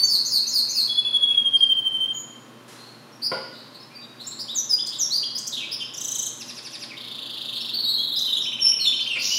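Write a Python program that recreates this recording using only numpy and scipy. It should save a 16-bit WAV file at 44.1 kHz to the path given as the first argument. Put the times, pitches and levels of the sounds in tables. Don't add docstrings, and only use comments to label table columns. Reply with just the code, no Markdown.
import sys
import numpy as np
from scipy import signal
from scipy.fft import rfft, irfft
from scipy.io import wavfile

SR = 44100
rng = np.random.default_rng(int(sys.argv[2]) if len(sys.argv) > 2 else 0)


def wav_out(sig):
    wavfile.write(sys.argv[1], SR, np.round(np.clip(np.atleast_2d(sig).T, -1, 1) * 32767).astype(np.int16))


N = 413658

PURE_PARTIALS_DB = [1, -21.5, -26, -35.5]


def from_db(db):
    return 10 ** (np.asarray(db) / 20)


def rms_one(x):
    return x / np.sqrt(np.mean(x ** 2) + 1e-20)


def curve(rows, t):
    times, *columns = np.transpose(rows)
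    return [np.interp(t, times, column) for column in columns]


def noise(colour, size):
    hz = np.fft.rfftfreq(size, 1 / SR) + 1
    points_hz, points_db = np.transpose(colour)
    gain = from_db(np.interp(np.log(hz + 1), np.log(points_hz), points_db))
    skirts = 1 / (1 + (.85 * points_hz[0] / hz) ** 12) / (1 + (hz / points_hz[-1] / 1.15) ** 12)
    return rms_one(irfft(rfft(rng.standard_normal(size)) * gain * skirts, size))


def wobble(t, rate):
    knots = rng.standard_normal(int((t[-1] - t[0]) * rate) + 2)
    return np.interp((t - t[0]) * rate, np.arange(len(knots)), knots)


def add(out, start_s, sound):
    i = round(start_s * SR)
    part = sound[max(-i, 0):max(N - i, 0)]
    out[max(i, 0):max(i, 0) + len(part)] += part


def room_air():
    # frequency in Hz, relative level in dB.
    air_colour = [(82, -30), (140, -6.5), (198, -13), (232, -1), (303, -9.5), (373, -8.5), (418, -13.5),
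                  (443, -10), (558, -12.5), (703, -15), (1050, -13.5), (1560, -16.5), (2200, -21),
                  (2860, -60), (4840, -120)]
    hiss_colour = [(1800, -29), (2400, 6), (4000, 3), (7000, -4), (11000, -7), (15500, -14.5)]
    return from_db(-48.58) * noise(air_colour, N) + from_db(-56) * noise(hiss_colour, N)


def appliance_hum(mains_hz=120, mains_db=-59.5, waver=.43):
    # frequency in Hz, rms level in dB.
    upper_tones = [(236, -64.5), (328, -63), (585, -64), (800, -70.5), (1041, -65), (1090, -65)]
    t = np.arange(N) / SR
    hum = from_db(mains_db) * np.sin(2 * np.pi * mains_hz * t)
    for hz, db in upper_tones:
        level = from_db(db) * (1 + waver * wobble(t, 12))
        hum += level * np.sin(2 * np.pi * hz * t + wobble(t, 15))
    return np.sqrt(2) * hum


def room(x, wet_db, early_db=-2, early_t60=.06, reflections_per_s=400):
    # frequency in Hz, time to fall 60 dB in seconds.
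    reverb_times = [(200, 0.64), (1500, 0.65), (3500, 1), (6000, 0.62), (10000, 0.56), (15000, 0.25)]
    bands_hz, bands_t60 = np.transpose(reverb_times)
    t = np.arange(int(.8 * SR)) / SR
    hz = np.fft.rfftfreq(len(t), 1 / SR)
    white = rfft(rng.standard_normal(len(t)))
    tail = 0
    for solo, t60 in zip(np.eye(len(bands_hz)), bands_t60):
        band = np.interp(hz, bands_hz, solo)
        tail += irfft(white * band, len(t)) * from_db(-60 * t / t60)
    arrivals = (rng.random(len(t)) < reflections_per_s / SR) * (t > .002)
    early = rng.choice([-1, 1], len(t)) * arrivals * from_db(-60 * t / early_t60)
    echoes = rms_one(tail * (t > .006)) + from_db(early_db) * rms_one(early)
    echoes *= from_db(wet_db) / np.sqrt(len(t))
    return (x + signal.fftconvolve(x, echoes)[:N]) / np.sqrt(1 + np.sum(echoes ** 2))


def blows(hits, colour, crack_t60, modes=(), ring_db=0):
    out, t = np.zeros(N), np.arange(SR // 2) / SR
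    for start_s, db in hits:
        crack = noise(colour, len(t)) * from_db(-60 * t / crack_t60)
        ring = sum(from_db(level + ring_db - 60 * t / t60) * np.sin(2 * np.pi * hz * t)
                   for hz, level, t60 in modes)
        add(out, start_s, from_db(db) * (crack + ring))
    return out


def knocks():
    # start in seconds, relative level in dB.
    hits = [(3.317, -25), (9.16, -40)]
    # frequency in Hz, relative level in dB.
    crack_colour = [(150, -10), (250, -9), (600, 6.5), (790, 2), (1020, 10.5), (1450, -13), (1900, -6),
                    (3800, -10), (6000, -23), (14000, -33)]
    # frequency in Hz, relative level in dB, time to fall 60 dB in seconds.
    body_modes = [(260, -10, .15), (405, -8, 0.17), (534, -2.5, 0.2), (610, -1.5, 0.17), (695, -7, 0.17),
                  (940, -10.5, 0.075), (1401, -6, 0.12), (1440, 4, 0.14), (2020, 4.5, 0.014),
                  (2960, -20.5, 0.54)]
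    return blows(hits, crack_colour, crack_t60=.11, modes=body_modes, ring_db=-1)


def cage_ticks():
    # start in seconds, relative level in dB.
    hits = [(2.68, -43.5), (4.21, -50)]
    # frequency in Hz, relative level in dB.
    colour = [(200, 6.5), (1500, 7.5), (4000, 5.5), (7000, 5), (11000, 2), (15000, -16)]
    return blows(hits, colour, crack_t60=.69)


def syrinx(t, hz, rasp, partials_db, rasp_depth=.09, rasp_hz=260, harsh_db=5):
    swing_hz = rasp_hz * (1 + .371 * wobble(t, 400))
    swing = np.sin(2 * np.pi * (rng.random() + np.cumsum(swing_hz) / SR))
    flutter = .0035 * wobble(t, 150)
    roughness = rasp ** 1.5 * rasp_depth * (swing + .4 * wobble(t, 1400))
    hz = hz * (1 + roughness + flutter)
    phase = 2 * np.pi * np.cumsum(hz) / SR
    return np.sqrt(2) * sum(from_db(db + harsh_db * rasp * (k > 1)) * np.sin(k * phase) * (k * hz < SR / 2)
                            for k, db in enumerate(partials_db, 1))


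def repeat_note(notes, gesture, partials_db, rasp, gain_db):
    out, t = np.zeros(N), np.arange(int(gesture[-1][0] * SR)) / SR
    bend, shape_db = curve(gesture, t)
    swell = from_db(shape_db + gain_db) * signal.windows.tukey(len(t), .1)
    for start_s, db, hz in notes:
        add(out, start_s, from_db(db) * swell * syrinx(t, hz * bend, rasp, partials_db))
    return out


def beat(course, start_s, count, gap_s, slowing_s=0, scatter_db=.1, scatter_pitch=.00512):
    k = np.arange(count)
    starts = start_s + gap_s * k + slowing_s * k * (k - 1) / 2
    db, hz = curve(course, starts)
    level_chance, pitch_chance = rng.standard_normal((count, 2)).T
    return zip(starts, db + scatter_db * level_chance, hz * (1 + scatter_pitch * pitch_chance))


def far_chirps():
    # start in seconds, relative level in dB, nominal pitch in Hz.
    notes = [(.42, -54.5, 2614), (.67, -52, 2411), (.74, -48.5, 2630), (1.02, -47.5, 2630),
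             (1.29, -44.5, 2610)]
    # seconds into the note, pitch ratio, relative level in dB.
    gesture = [(0, 1, -2), (.02, .98, -5), (.05, 1.02, -1), (.07, 0.74, -25)]
    return repeat_note(notes, gesture, PURE_PARTIALS_DB, rasp=.68, gain_db=2.5)


def swoop_trill():
    # time in seconds, relative level in dB, nominal pitch in Hz.
    course = [(6.368, -40, 2680), (6.55, -41, 2494), (6.78, -39, 2485)]
    # seconds into the note, pitch ratio, relative level in dB.
    gesture = [(0, 2.3, -19), (.012, 1.42, -12.5), (.02, 1.24, -13), (0.028, 1.15, -6), (.042, 1.02, 2),
               (.052, .88, 0), (0.058, 0.554, 5.5)]
    partials_db = [-8, 0, -24, -14]
    notes = beat(course, start_s=6.368, count=6, gap_s=.083)
    return repeat_note(notes, gesture, partials_db, rasp=.5, gain_db=2.5)


def buzz_trill():
    # time in seconds, relative level in dB, nominal pitch in Hz.
    course = [(6.966, -29, 3585), (7.05, -28, 3624), (7.32, -25.5, 3594), (7.55, -22, 3530),
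              (7.69, -22.5, 3584)]
    # seconds into the note, pitch ratio, relative level in dB.
    gesture = [(0, .8, -16), (.004, 0.94, 4.5), (.009, 1.02, 1.5), (.016, 1.3, -3.5)]
    partials_db = [-0.5, -28.5, -27, -34]
    notes = beat(course, start_s=6.966, count=20, gap_s=.035, slowing_s=.00031)
    return repeat_note(notes, gesture, partials_db, rasp=1.05, gain_db=-5.5)


def chip_trill(beak_hz=3960):
    # time in seconds, relative level in dB, nominal pitch in Hz.
    course = [(5.938, -30.5, 2710), (6.006, -24.5, 3060), (6.17, -21, 3100), (6.26, -22.5, 3097)]
    # seconds into the note, pitch ratio, relative level in dB.
    gesture = [(0, 1.32, 1), (.006, 1.2, -6), (.011, 1.02, 5), (0.019, .93, -15), (.028, 0.784, -19)]
    partials_db = [-6, -3.5, -21.5, -21]
    notes = beat(course, start_s=5.937, count=10, gap_s=.0337, slowing_s=.0005)
    chips = repeat_note(notes, gesture, partials_db, rasp=.4, gain_db=-3.5)
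    return signal.sosfilt(signal.butter(4, beak_hz, "high", fs=SR, output="sos"), chips)


def twitter_trill():
    # time in seconds, relative level in dB, nominal pitch in Hz.
    course = [(7.732, -33, 4514), (7.835, -32, 4337), (7.885, -29.5, 4222), (7.94, -33, 4186),
              (8.05, -37.5, 3900), (8.2, -30.5, 3936), (8.365, -39.5, 3674)]
    # seconds into the note, pitch ratio, relative level in dB.
    gesture = [(0, .84, -4), (.006, .94, 6), (.014, 1.0, 6.5), (0.027, 1.02, 6.5), (.03, 0.66, -18)]
    partials_db = [0, -28, -23.5, -30]
    notes = beat(course, start_s=7.733, count=15, gap_s=.0512, slowing_s=-.00092)
    return repeat_note(notes, gesture, partials_db, rasp=.41, gain_db=1.5)


def roll_trill():
    # time in seconds, relative level in dB, nominal pitch in Hz.
    course = [(8.454, -29, 3056), (8.751, -30.5, 3000), (9.06, -27, 3135)]
    # seconds into the note, pitch ratio, relative level in dB.
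    gesture = [(0, 0.76, -10), (.008, .92, -11.5), (0.015, 1.0, 0), (0.033, 1.01, -17), (.042, 1.07, -17)]
    notes = beat(course, start_s=8.454, count=10, gap_s=.065, slowing_s=.0006)
    return repeat_note(notes, gesture, PURE_PARTIALS_DB, rasp=.38, gain_db=2.5)


def zips():
    # start in seconds, relative level in dB, nominal pitch in Hz.
    notes = [(4.862, -34.5, 7360), (5.377, -29, 6560), (5.468, -27.5, 6680), (8.183, -31.5, 5920)]
    # seconds into the note, pitch ratio, relative level in dB.
    gesture = [(0, 0.87, -2), (.006, 0.87, -2), (.012, 1.13, 4), (0.013, 1.3, -19)]
    return repeat_note(notes, gesture, PURE_PARTIALS_DB, rasp=1.3, gain_db=-1.5)


def screech(flutter_hz=95, depth=.92):
    # time in seconds, relative level in dB.
    envelope = [(9.17, -61), (9.2, -48), (9.24, -27), (9.38, -30.5)]
    # frequency in Hz, relative level in dB.
    colour = [(2600, -22), (3600, -5), (4600, 1), (5500, 9.5), (6300, -2), (7200, -4), (8000, -49.5),
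              (9000, -36), (11000, -17), (15500, -18)]
    out, t = np.zeros(N), np.arange(envelope[0][0], envelope[-1][0], 1 / SR)
    db, = curve(envelope, t)
    flutter = 1 + depth * np.sin(2 * np.pi * flutter_hz * t)
    add(out, t[0], from_db(db) * flutter * noise(colour, len(t)))
    return out


def single_notes(settle_power=2.6, attack_share=.32, release_share=.13, brightening=.073, easy_db=-27):
    # start and length in seconds, first and settled pitch in Hz, relative level in dB, rasp 0-1.
    notes = [ (-.02, 0.07, 4475, 4533, -19, 0.02), (1.56, 0.043, 4610, 4690, -45, 0.72),
             (2.129, 0.092, 6730, 6870, -38, 0.4), (2.751, 0.16, 4000, 4274, -51, 0.52),
             (3.116, 0.045, 5450, 5570, -54, .3), (3.216, 0.061, 4360, 4910, -26, 0.66),
             (3.518, 0.11, 3500, 4240, -48.5, 0.95), (3.741, 0.022, 4210, 4320, -42.5, 0.96),
             (3.793, 0.049, 5070, 5200, -49, .3), (3.886, .12, 2200, 2480, -55, 0.96),
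             (3.948, 0.032, 4694, 4680, -41, 0.2), (4.006, 0.055, 3850, 3810, -48, 0.56),
             (4.195, 0.03, 3430, 4190, -38.5, 0.8), (4.236, 0.039, 5240, 5380, -46, 0.35),
             (4.265, 0.023, 6360, 7670, -30.5, 0.2), (4.307, 0.033, 4390, 4050, -39.5, 0.8),
             (4.384, .04, 3840, 5100, -32.5, 0.93), (4.478, 0.05, 2900, 3867, -33.5, 0.38),
             (4.543, 0.067, 8100, 5914, -25.5, .08), (4.689, 0.0586, 5500, 4892, -21.5, 0.08),
             (4.78, .034, 2850, 3547, -34, 0.52), (4.86, .038, 4200, 4820, -35.5, 1),
             (4.912, 0.053, 3030, 3730, -36, 0.9), (4.981, 0.073, 8000, 5520, -24.5, 0.08),
             (5.099, 0.093, 3580, 4857, -23, 0.07), (5.228, 0.019, 2630, 3370, -30.5, 0.55),
             (5.346, 0.025, 4790, 5080, -28.5, .55), (5.518, 0.041, 4332, 3666, -30, 0.87),
             (5.564, 0.031, 2975, 3395, -30.5, 0.92), (5.584, .07, 3200, 2530, -38, .85),
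             (5.711, 0.039, 4720, 5210, -27.5, 0.62), (5.794, 0.043, 3685, 3043, -33.5, 0.92),
             (6.895, .05, 3130, 2166, -43, .8), (7.545, 0.029, 3910, 4270, -32, 0.8),
             (7.6, 0.025, 5140, 5390, -39, 0.3), (7.846, 0.067, 3730, 3907, -25.5, 0),
             (7.969, 0.059, 3125, 3350, -31.5, 0), (8.156, .022, 4900, 5020, -31, 0.47),
             (8.258, 0.054, 3295, 3023, -34, 0.51), (8.324, 0.022, 3350, 3826, -24, 0),
             (8.361, .032, 3240, 3442, -24.5, 0.7), (8.409, 0.049, 5510, 5410, -37, 0.6),
             (8.604, 0.09, 5670, 5325, -18.5, 0.1), (8.682, 0.031, 5790, 5500, -20, 0.2),
             (8.794, 0.047, 4500, 4220, -24.5, 0.2), (8.835, 0.065, 4270, 3464, -22, 0.51),
             (8.99, 0.099, 4790, 4730, -42, 0.38), (9.091, 0.056, 3100, 2680, -26.5, 0.38),
             (9.144, 0.038, 2874, 2370, -31, 1), (9.181, 0.053, 4750, 4590, -32, 1),
             (9.301, 0.053, 2840, 2980, -27, 0.42)]
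    out = np.zeros(N)
    is_overtone = np.arange(len(PURE_PARTIALS_DB)) > 0
    for start_s, length_s, first_hz, settled_hz, db, rasp in notes:
        t = np.arange(int(length_s * SR)) / SR
        remaining = 1 - t / length_s
        hz = settled_hz + (first_hz - settled_hz) * remaining ** settle_power
        swell = np.minimum(1, np.minimum((1 - remaining) / attack_share, remaining / release_share))
        partials_db = PURE_PARTIALS_DB + brightening * (db - easy_db) * is_overtone
        add(out, start_s, from_db(db) * swell * syrinx(t, hz, rasp, partials_db))
    return out


def down_slurs():
    # time in seconds, relative level in dB, nominal pitch in Hz.
    course = [(0.029, -18, 4476), (.465, -18, 4490), (.684, -19.5, 4403)]
    # seconds into the note, pitch ratio, relative level in dB.
    gesture = [(0, 1.43, -10.5), (.014, 1.35, -11.5), (.03, 1.56, -8), (.048, 1.23, -21.5),
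               (.071, 1.16, -7.5), (0.097, 1.025, 0), (.131, .945, 0.5), (.148, .92, -9)]
    partials_db = [-2, -21, -23.5, -48]
    notes = beat(course, start_s=.027, count=4, gap_s=.219)
    return repeat_note(notes, gesture, partials_db, rasp=.45, gain_db=.5)


def whistle(first_peak_s=.915, throb_hz=12.58, throb_share=.64, trough_db=-13, shimmer_db=4, vibrato=.003):
    # time in seconds, pitch in Hz, level of the throbs in dB.
    course = [(.87, 3360, -24.5), (1.0, 3407, -19), (1.32, 3335, -18.5), (1.48, 3237, -21),
              (1.65, 3190, -15.5), (1.79, 3127, -25), (1.99, 3103, -21.5), (2.11, 3158, -30),
              (2.19, 3140, -33)]
    partials_db = [1.5, -38, -28.5, -47.5, -32]
    out, t = np.zeros(N), np.arange(course[0][0], course[-1][0], 1 / SR)
    hz, db = curve(course, t)
    cycle = ((t - first_peak_s) * throb_hz + .5) % 1 - .5
    arch = np.sqrt(np.maximum(1 - (2 * cycle / throb_share) ** 2, 0))
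    trough = from_db(trough_db) * (1 + .98 * wobble(t, 200))
    level = from_db(db + shimmer_db * wobble(t, 100))
    swell = level * np.maximum(arch, trough) * signal.windows.tukey(len(t), .02)
    sway = 1 - vibrato * np.sin(2 * np.pi * cycle)
    add(out, t[0], swell * syrinx(t, hz * sway, rasp=.043, partials_db=partials_db))
    return out


def scene():
    song = single_notes() + zips() + screech() + down_slurs()
    song += chip_trill() + twitter_trill() + roll_trill()
    soft_song = swoop_trill() + buzz_trill() + far_chirps()
    birds = from_db(2.5) * room(song, wet_db=-1.5)
    birds += room(soft_song, wet_db=2, early_db=1)
    birds += room(whistle(), wet_db=-16)
    hits = knocks() + cage_ticks()
    return (birds + room_air() + room(hits, wet_db=3.5) + appliance_hum())[None]


def record(dry, bass_hz=105, notch_hz=8100, notch_depth=.44, top_hz=15700):
    thin = signal.sosfilt(signal.butter(8, bass_hz, "high", fs=SR, output="sos"), dry)
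    notched = signal.lfilter(*signal.iirnotch(notch_hz, 6, SR), thin)
    dipped = thin + notch_depth * (notched - thin)
    return signal.sosfilt(signal.ellip(10, .2, 80, top_hz, fs=SR, output="sos"), dipped)


dry = scene()
out = record(dry)
wav_out(out)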